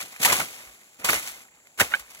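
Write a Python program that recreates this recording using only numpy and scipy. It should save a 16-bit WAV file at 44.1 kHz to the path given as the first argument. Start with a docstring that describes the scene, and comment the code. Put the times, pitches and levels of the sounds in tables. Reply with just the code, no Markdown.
"""Blade through dry cane

A blade sweeps three times through dry cane leaves in an open field: two long crunching strips, then one
short chop on a stalk, followed by a hollow knock. Leaves are trains of random snaps under envelopes; the
stalk is a sum of damped modes with scattered echoes; the swaying clump gives low damped sines.
The leaves settle between the strokes over a quiet floor of shaped noise with a throbbing insect band."""
import sys
import numpy as np
from scipy import signal
from scipy.fft import rfft, irfft
from scipy.io import wavfile
from scipy.ndimage import uniform_filter1d

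SR = 44100
rng = np.random.default_rng(int(sys.argv[2]) if len(sys.argv) > 2 else 0)


def transcribe(u):
    """Save the signal u as a 16-bit wav file named by the first command-line argument.

    u: samples, shape (n,) or (channels, n), limited to [-1, 1]; the rate is SR.
    q: integer samples, one column per channel.
    """
    v = np.clip(np.atleast_2d(u).T, -1, 1)
    q = np.round(v * 32767).astype(np.int16)
    wavfile.write(sys.argv[1], SR, q)


N = 97020  # samples, 2.2 s


def amp(db):
    """Decibel law: level to amplitude ratio."""
    return 10 ** (np.asarray(db) / 20)


def evened(x):
    """Normalisation: scales to rms 1."""
    return x / np.sqrt(np.mean(x ** 2) + 1e-20)


def add(mix, start_s, sound):
    """Superposition: adds a sound into the mix at its start time."""
    part = mix[..., max(round(start_s * SR), 0):][..., :sound.shape[-1]]
    part += sound[..., :part.shape[-1]]


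def coloured(x, points, lo_hz, hi_hz):
    """Spectral shaping: filters x by a curve in log frequency, then scales it to rms 1 within lo-hi."""
    hz = np.fft.rfftfreq(N, 1 / SR)
    curve_hz, curve_db = np.transpose(points)
    spectrum = rfft(x) * amp(np.interp(np.log(hz + 1), np.log(curve_hz + 1), curve_db))
    band = (hz > lo_hz) & (hz < hi_hz)
    band_energy = np.mean(np.sum(abs(spectrum[..., band]) ** 2, -1))
    return irfft(spectrum, N) * N / np.sqrt(2 * band_energy)


# spectrum of the quiet air: (frequency [Hz], relative density [dB per Hz])
AIR_SPECTRUM = [(20, -6), (50, 8), (90, -2), (150, -10), (320, -12), (600, -9.5), (2000, -31), (4500, -2),
                (5500, -12), (7000, 16), (9000, -21), (16500, -27)]
AIR_DB = -64.5
INSECT_HZ, INSECT_WIDTH_HZ, INSECT_DB = 7510, 470, -65
INSECT_THROB = 0.1  # rms depth of the level modulation


def field():
    """Stationary noise: quiet air, plus an insect band amplitude-modulated by slow noise."""
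    insect_band = [(INSECT_HZ - INSECT_WIDTH_HZ, -40), (INSECT_HZ - INSECT_WIDTH_HZ / 2, 0),
                   (INSECT_HZ + INSECT_WIDTH_HZ / 2, 0), (INSECT_HZ + INSECT_WIDTH_HZ, -40)]
    throb = 1 + INSECT_THROB * evened(uniform_filter1d(rng.standard_normal(N), size=500))
    air_noise, insect_noise = rng.standard_normal((2, 2, N))
    air = evened(coloured(air_noise, AIR_SPECTRUM, 20, 16000))
    insects = throb * evened(coloured(insect_noise, insect_band, 20, 16000))
    return amp(AIR_DB) * air + amp(INSECT_DB) * insects


# low pushes of air as the clump sways: (time [s], level [dB], pitch [Hz], t60 [s])
SWAY_PUSHES = [(.335, -45, 62, 0.23), (0.399, -41.5, 76, 0.098), (.53, -60, 60, 0.13),
               (.65, -53.5, 53.4, 0.3), (1.05, -60, 80, 0.089), (1.149, -43, 59.7, 0.13),
               (1.29, -56, 60, 0.17), (1.806, -38, 65, .15), (1.86, -49, 60, 0.194), (1.985, -49, 56, .2),
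               (2.13, -60, 50, 0.17)]


def sway():
    """Damped oscillation: low sines that swell over one cycle as they die away."""
    out = np.zeros(N)
    t = np.arange(SR // 3) / SR
    for start, db, hz, t60 in SWAY_PUSHES:
        swell = np.minimum(t * hz, 1) ** 2
        add(out, start, amp(db - 60 * t / t60) * swell * np.sin(2 * np.pi * hz * t))
    return out


ECHO_DB, ECHO_T60_S = -19, .025


def echoes(x):
    """Diffuse scattering: sparse, decaying random taps from the ground and nearby plants."""
    t = np.arange(SR // 4) / SR
    signs = rng.choice([-1., 1.], (2, len(t)))
    present = (rng.random((2, len(t))) < .05) * (t > .003)
    taps = signs * present * amp(-60 * t / ECHO_T60_S)
    return amp(ECHO_DB) * signal.oaconvolve(x, taps / np.linalg.norm(taps[0]), axes=1)[:, :N]


# knocks on the hollow stalk:
# (time [s], level [dB], pitch factor [1], time until leaves smother the ring by 60 dB [s])
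STALK_KNOCKS = [(.248, -12, 1.3, .01), (.2545, -14, .62, .012), (.278, -17, .85, .01),
                (.326, -14, .68, .01), (.403, -18, .95, .01), (1.088, -16, .97, .011),
                (1.095, -16, .8, .01), (1.13, -18, 1.1, .01), (1.788, -24, 1.02, .008),
                (1.7995, -8, .97, .009), (1.806, -8, 1.1, .009), (1.812, -9, 1.25, .008),
                (1.828, -20, 1.02, .007), (1.9185, -25, 1.25, .008), (1.9225, -28, .95, .009),
                (1.926, -28, .92, .009), (1.9372, -8, 1.01, .017), (1.9458, -14, 1.05, .011),
                (1.952, -23, 1.08, .009)]
# modes of the hollow stalk: (frequency at pitch factor 1 [Hz], level [dB], t60 before smothering [s])
STALK_MODES = [(850, -16, .03), (1513, 0, .09), (2186, -7, .05), (2950, -8, .04), (3693, -17, .04)]
KNOCK_RISE_S = .002
KNOCK_PAN_DB = -3  # first hearing; the second gets the opposite


def stalk():
    """Modal synthesis: each knock rings the stalk's damped modes until leaves smother it, then scatters."""
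    out = np.zeros(N)
    t = np.arange(SR // 20) / SR
    rise = np.sin(np.pi / 2 * np.minimum(t / KNOCK_RISE_S, 1)) ** 2
    for start, db, pitch, smother in STALK_KNOCKS:
        ring = sum(amp(mode_db - 60 * t / t60) * np.sin(2 * np.pi * hz * pitch * t)
                   for hz, mode_db, t60 in STALK_MODES)
        add(out, start, amp(db - 60 * (t / smother) ** 3) * rise * ring)
    direct = out * amp([[KNOCK_PAN_DB], [-KNOCK_PAN_DB]])
    return direct + echoes(direct)


def crackle(per_s, spread_db, t60, lo_hz, hi_hz, ring, count=32):
    """Shot noise: random snaps, each a dying ringing burst; hearings share the snaps, not the fine detail."""
    happens = rng.random(N) < per_s / SR
    size = happens * amp(spread_db * np.minimum(rng.exponential(1, N), 4.2))
    kind = rng.integers(0, count, N)
    t = np.arange(1500) / SR
    out = np.zeros((2, N))
    for k, hz in enumerate(np.geomspace(lo_hz, hi_hz, count)):
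        tone = np.sin(2 * np.pi * (hz * rng.uniform(1.0, 1.04) * t + rng.random((2, 1))))
        burst = (1 - ring) * rng.standard_normal((2, len(t))) + ring * tone
        burst = burst * amp(-60 * t / (t60 * rng.uniform(.4, 1.6)))
        snaps = (size * (kind == k))[None]
        out += signal.oaconvolve(snaps, burst / np.linalg.norm(burst), axes=1)[:, :N]
    return out


# stirring of the leaves: (time [s], leaf crackle [dB], sheath crackle [dB], low shake [dB])
STIRRING = [(0, -38, -37, -75), (0.043, -43.5, -50, -52.5), (.08, -48, -54, -65.5), (.193, -50.5, -51, -78),
            (0.203, -35.5, -51, -41.5), (0.232, -25.5, -32.5, -52), (.26, -25, -29.5, -39.5),
            (.31, -25, -25.5, -39.5), (.345, -27.5, -34.5, -44), (0.419, -31, -33.5, -44),
            (0.469, -41, -52, -59), (.6, -47, -49, -61), (.7, -52, -55, -67), (.8, -57, -66.5, -69.5),
            (0.986, -60.5, -66, -72), (0.997, -46.5, -50, -54.5), (1.041, -55, -45.5, -58.5),
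            (1.045, -27.5, -36, -40), (1.075, -30, -35, -51), (1.11, -27.5, -40, -40),
            (1.155, -28.5, -31.5, -46.5), (1.21, -38, -46.5, -57), (1.28, -37, -55, -62.5),
            (1.37, -49, -54, -66.5), (1.42, -51.5, -59, -66), (1.501, -66, -61, -72.5),
            (1.773, -62.5, -70, -70.5), (1.778, -44.5, -50, -60), (1.801, -35, -32, -48),
            (1.828, -32.5, -39, -42.5), (1.891, -45.5, -47, -65.5), (1.95, -41.5, -36, -59),
            (1.978, -46, -51, -62.5), (2.05, -57, -55.5, -72), (2.2, -49.5, -56.5, -64)]
# crunches as the blade tears leaves: (time [s], peak level before CREST_DB [dB], sheath re leaf [dB],
# shake re leaf [dB], time to build up by 60 dB [s], t60 [s])
TEARING = [(0.0014, -32, -21, -35.5, 0.012, 0.052), (0.0095, -23.5, -15, -38, 0.012, 0.072),
           (0.0244, -27.5, -15, -19, 0.015, 0.087), (0.0586, -31.5, -22, -31, 0.01, 0.051),
           (0.1223, -33, -17, -15, 0.012, 0.069), (0.162, -35.5, 2, -24, 0.011, 0.049),
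           (0.2317, -10, -29, -48, 0.017, 0.092), (0.2492, -9.5, 2.5, -30, 0.026, 0.073),
           (0.254, -6, -13, -23, 0.015, 0.067), (0.2624, -11.5, -19.5, -21, 0.013, 0.048),
           (0.276, -18, -2, -17, 0.012, 0.06), (0.2954, -15.5, -10, -25, 0.012, 0.073),
           (0.3222, -8.5, -6, -14.5, 0.026, 0.085), (0.3277, -10, -11, -24, 0.014, 0.051),
           (0.3614, -19, -14.5, -28, 0.011, 0.071), (0.3995, -18, 3.5, -15, 0.017, 0.064),
           (0.5894, -43, -26.5, -31.5, 0.012, 0.054), (0.6594, -44, -5, -15, 0.016, 0.06),
           (0.7457, -50.5, -19, -28, 0.012, 0.06), (0.813, -44.5, 3, -24, 0.01, 0.073),
           (0.944, -45, -17, -28, 0.0087, 0.076), (1.046, -12.5, -4, -21, 0.014, 0.076),
           (1.0538, -25.5, -10, -1.5, 0.019, 0.044), (1.0873, -16, 5.5, -21, 0.012, 0.055),
           (1.0937, -14.5, 2.5, -36, 0.017, 0.074), (1.1034, -12.5, -22.5, -28, 0.013, 0.064),
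           (1.1298, -17, 4, -7.5, 0.01, 0.087), (1.1423, -16, 0.5, -20, 0.0093, 0.037),
           (1.1894, -25, -5, -20, 0.012, 0.039), (1.2434, -41, -13, -35, 0.012, 0.06),
           (1.275, -23.5, -23, -47, 0.013, 0.05), (1.548, -46.5, -21, -19, 0.012, 0.065),
           (1.668, -45.5, -1.5, -19, 0.014, 0.065), (1.7874, -30, 0, -23, 0.012, 0.06),
           (1.7974, -10, -3, -33, 0.012, 0.088), (1.806, -6, -0.5, -15.5, 0.016, 0.054),
           (1.814, -11.5, -0.5, -7.5, 0.012, 0.05), (1.8475, -28, -16, -22, 0.012, 0.055),
           (1.995, -29.5, -19, -34, 0.0086, 0.095), (2.1021, -35, -17, -23, 0.013, 0.13),
           (2.1482, -30.5, -15, -31, 0.012, 0.035), (2.1894, -38, -18, -27, 0.012, 0.06)]
CREST_DB = -10  # added to every crunch level
PEAK_S = 0.0013  # delay from the listed time to the crunch's peak
# spectra of thin leaves, thick sheaths and the shaking clump: (frequency [Hz], relative density [dB per Hz])
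LEAF_SPECTRUM = [(200, -28), (400, -19.5), (900, -12.5), (2200, -4), (4000, -9.5), (7000, -7), (10000, -8),
                 (13500, -11), (15000, -14.5), (16500, -20)]
SHEATH_SPECTRUM = [(300, -11), (600, -9), (1000, -5), (1500, -1.5), (2200, 3), (3000, -2.5), (5000, -15)]
SHAKE_SPECTRUM = [(20, -57), (45, -33.5), (80, -2), (200, 3.5), (450, 2), (800, 4), (1500, -23)]
# snaps of leaf and sheath: (mean rate [per s], size spread [dB], central t60 [s],
# lowest nominal ring [Hz], highest nominal ring [Hz], ringing share [0-1])
LEAF_SNAPPING = (3500, 2.35, 0.016, 2170, 15000, 0.3)
SHEATH_SNAPPING = (1300, 3.5, .018, 500, 2800, .55)


def leaves():
    """Power addition: crunch envelopes ride on the stirring of leaf crackle, sheath crunch and clump shake."""
    t = np.arange(N) / SR
    stir_s, *layers_db = np.transpose(STIRRING)
    power = np.array([amp(2 * np.interp(t, stir_s, db)) for db in layers_db])
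    for start, db, sheath_db, shake_db, build, t60 in TEARING:
        after_peak = t - start - PEAK_S
        slope_db = -60 * np.maximum(-after_peak / build, after_peak / t60)
        # doubled decibels turn amplitude ratios into power ratios
        power += amp(2 * (db + CREST_DB + slope_db)) * amp([[0], [2 * sheath_db], [2 * shake_db]])
    leaf, sheath, shake = np.sqrt(power)
    leaf_sound = leaf * coloured(crackle(*LEAF_SNAPPING), LEAF_SPECTRUM, 2500, 12000)
    sheath_sound = sheath * coloured(crackle(*SHEATH_SNAPPING), SHEATH_SPECTRUM, 700, 2500)
    shake_sound = shake * coloured(rng.standard_normal((2, N)), SHAKE_SPECTRUM, 60, 500)
    return leaf_sound + sheath_sound + shake_sound


def scene():
    """Superposition: two hearings of the field and the cane clump."""
    return field() + sway() + stalk() + leaves()


# microphone pair: (frequency [Hz], likeness [0-1], phase by which right leads [rad], left re right [dB])
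MICROPHONE_PAIR = [(0, .97, 0, 1.5), (200, .98, -.05, 1), (600, .85, -.3, 0), (1200, .85, -1.1, -2),
                   (1750, .75, -2.4, -4), (2700, .65, -3, 1.5), (3600, .35, -5, 5), (5000, .5, -9.4, 1.5),
                   (6300, .35, -11.6, 2.5), (7600, .2, -14, 0), (8700, .4, -15.7, 0), (9300, .85, -15.7, 0),
                   (10200, .5, -14, 0), (11000, .95, -12.57, 0), (11600, .97, -12.57, 0),
                   (12100, .65, -11.6, 0), (12800, .99, -9.5, 0), (13700, .99, -9.35, 0),
                   (14200, .45, -8.1, 0), (14700, .98, -6.3, 0), (17000, .99, -6.28, 0)]
SMOOTH_BINS = 300  # frequency bins averaged along each column
LOW_CUT_HZ, EDGE_HZ = 39, 15900


def record(dry):
    """Partial coherence: low cut, two ports with shared sound and phase shifts by frequency, band limit."""
    hz = np.fft.rfftfreq(N, 1 / SR)
    pair_hz, *columns = np.transpose(MICROPHONE_PAIR)
    like, lead, tilt_db = (uniform_filter1d(np.interp(hz, pair_hz, column), size=SMOOTH_BINS)
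                           for column in columns)
    like = np.clip(like, 0, 1)
    low_cut = signal.butter(4, LOW_CUT_HZ, "high", fs=SR, output="sos")
    first, second = rfft(signal.sosfilt(low_cut, dry))
    # the quadrature mix keeps the power when both hearings are equally strong
    right = (like * first + 1j * np.sqrt(1 - like ** 2) * second) * np.exp(1j * lead)
    pair = irfft(np.array([first * amp(tilt_db / 2), right * amp(-tilt_db / 2)]), N)
    band_limit = signal.firwin(511, EDGE_HZ, window=("kaiser", 9), fs=SR)
    return signal.oaconvolve(pair, band_limit[None], "same")


dry = scene()
out = record(dry)
transcribe(out)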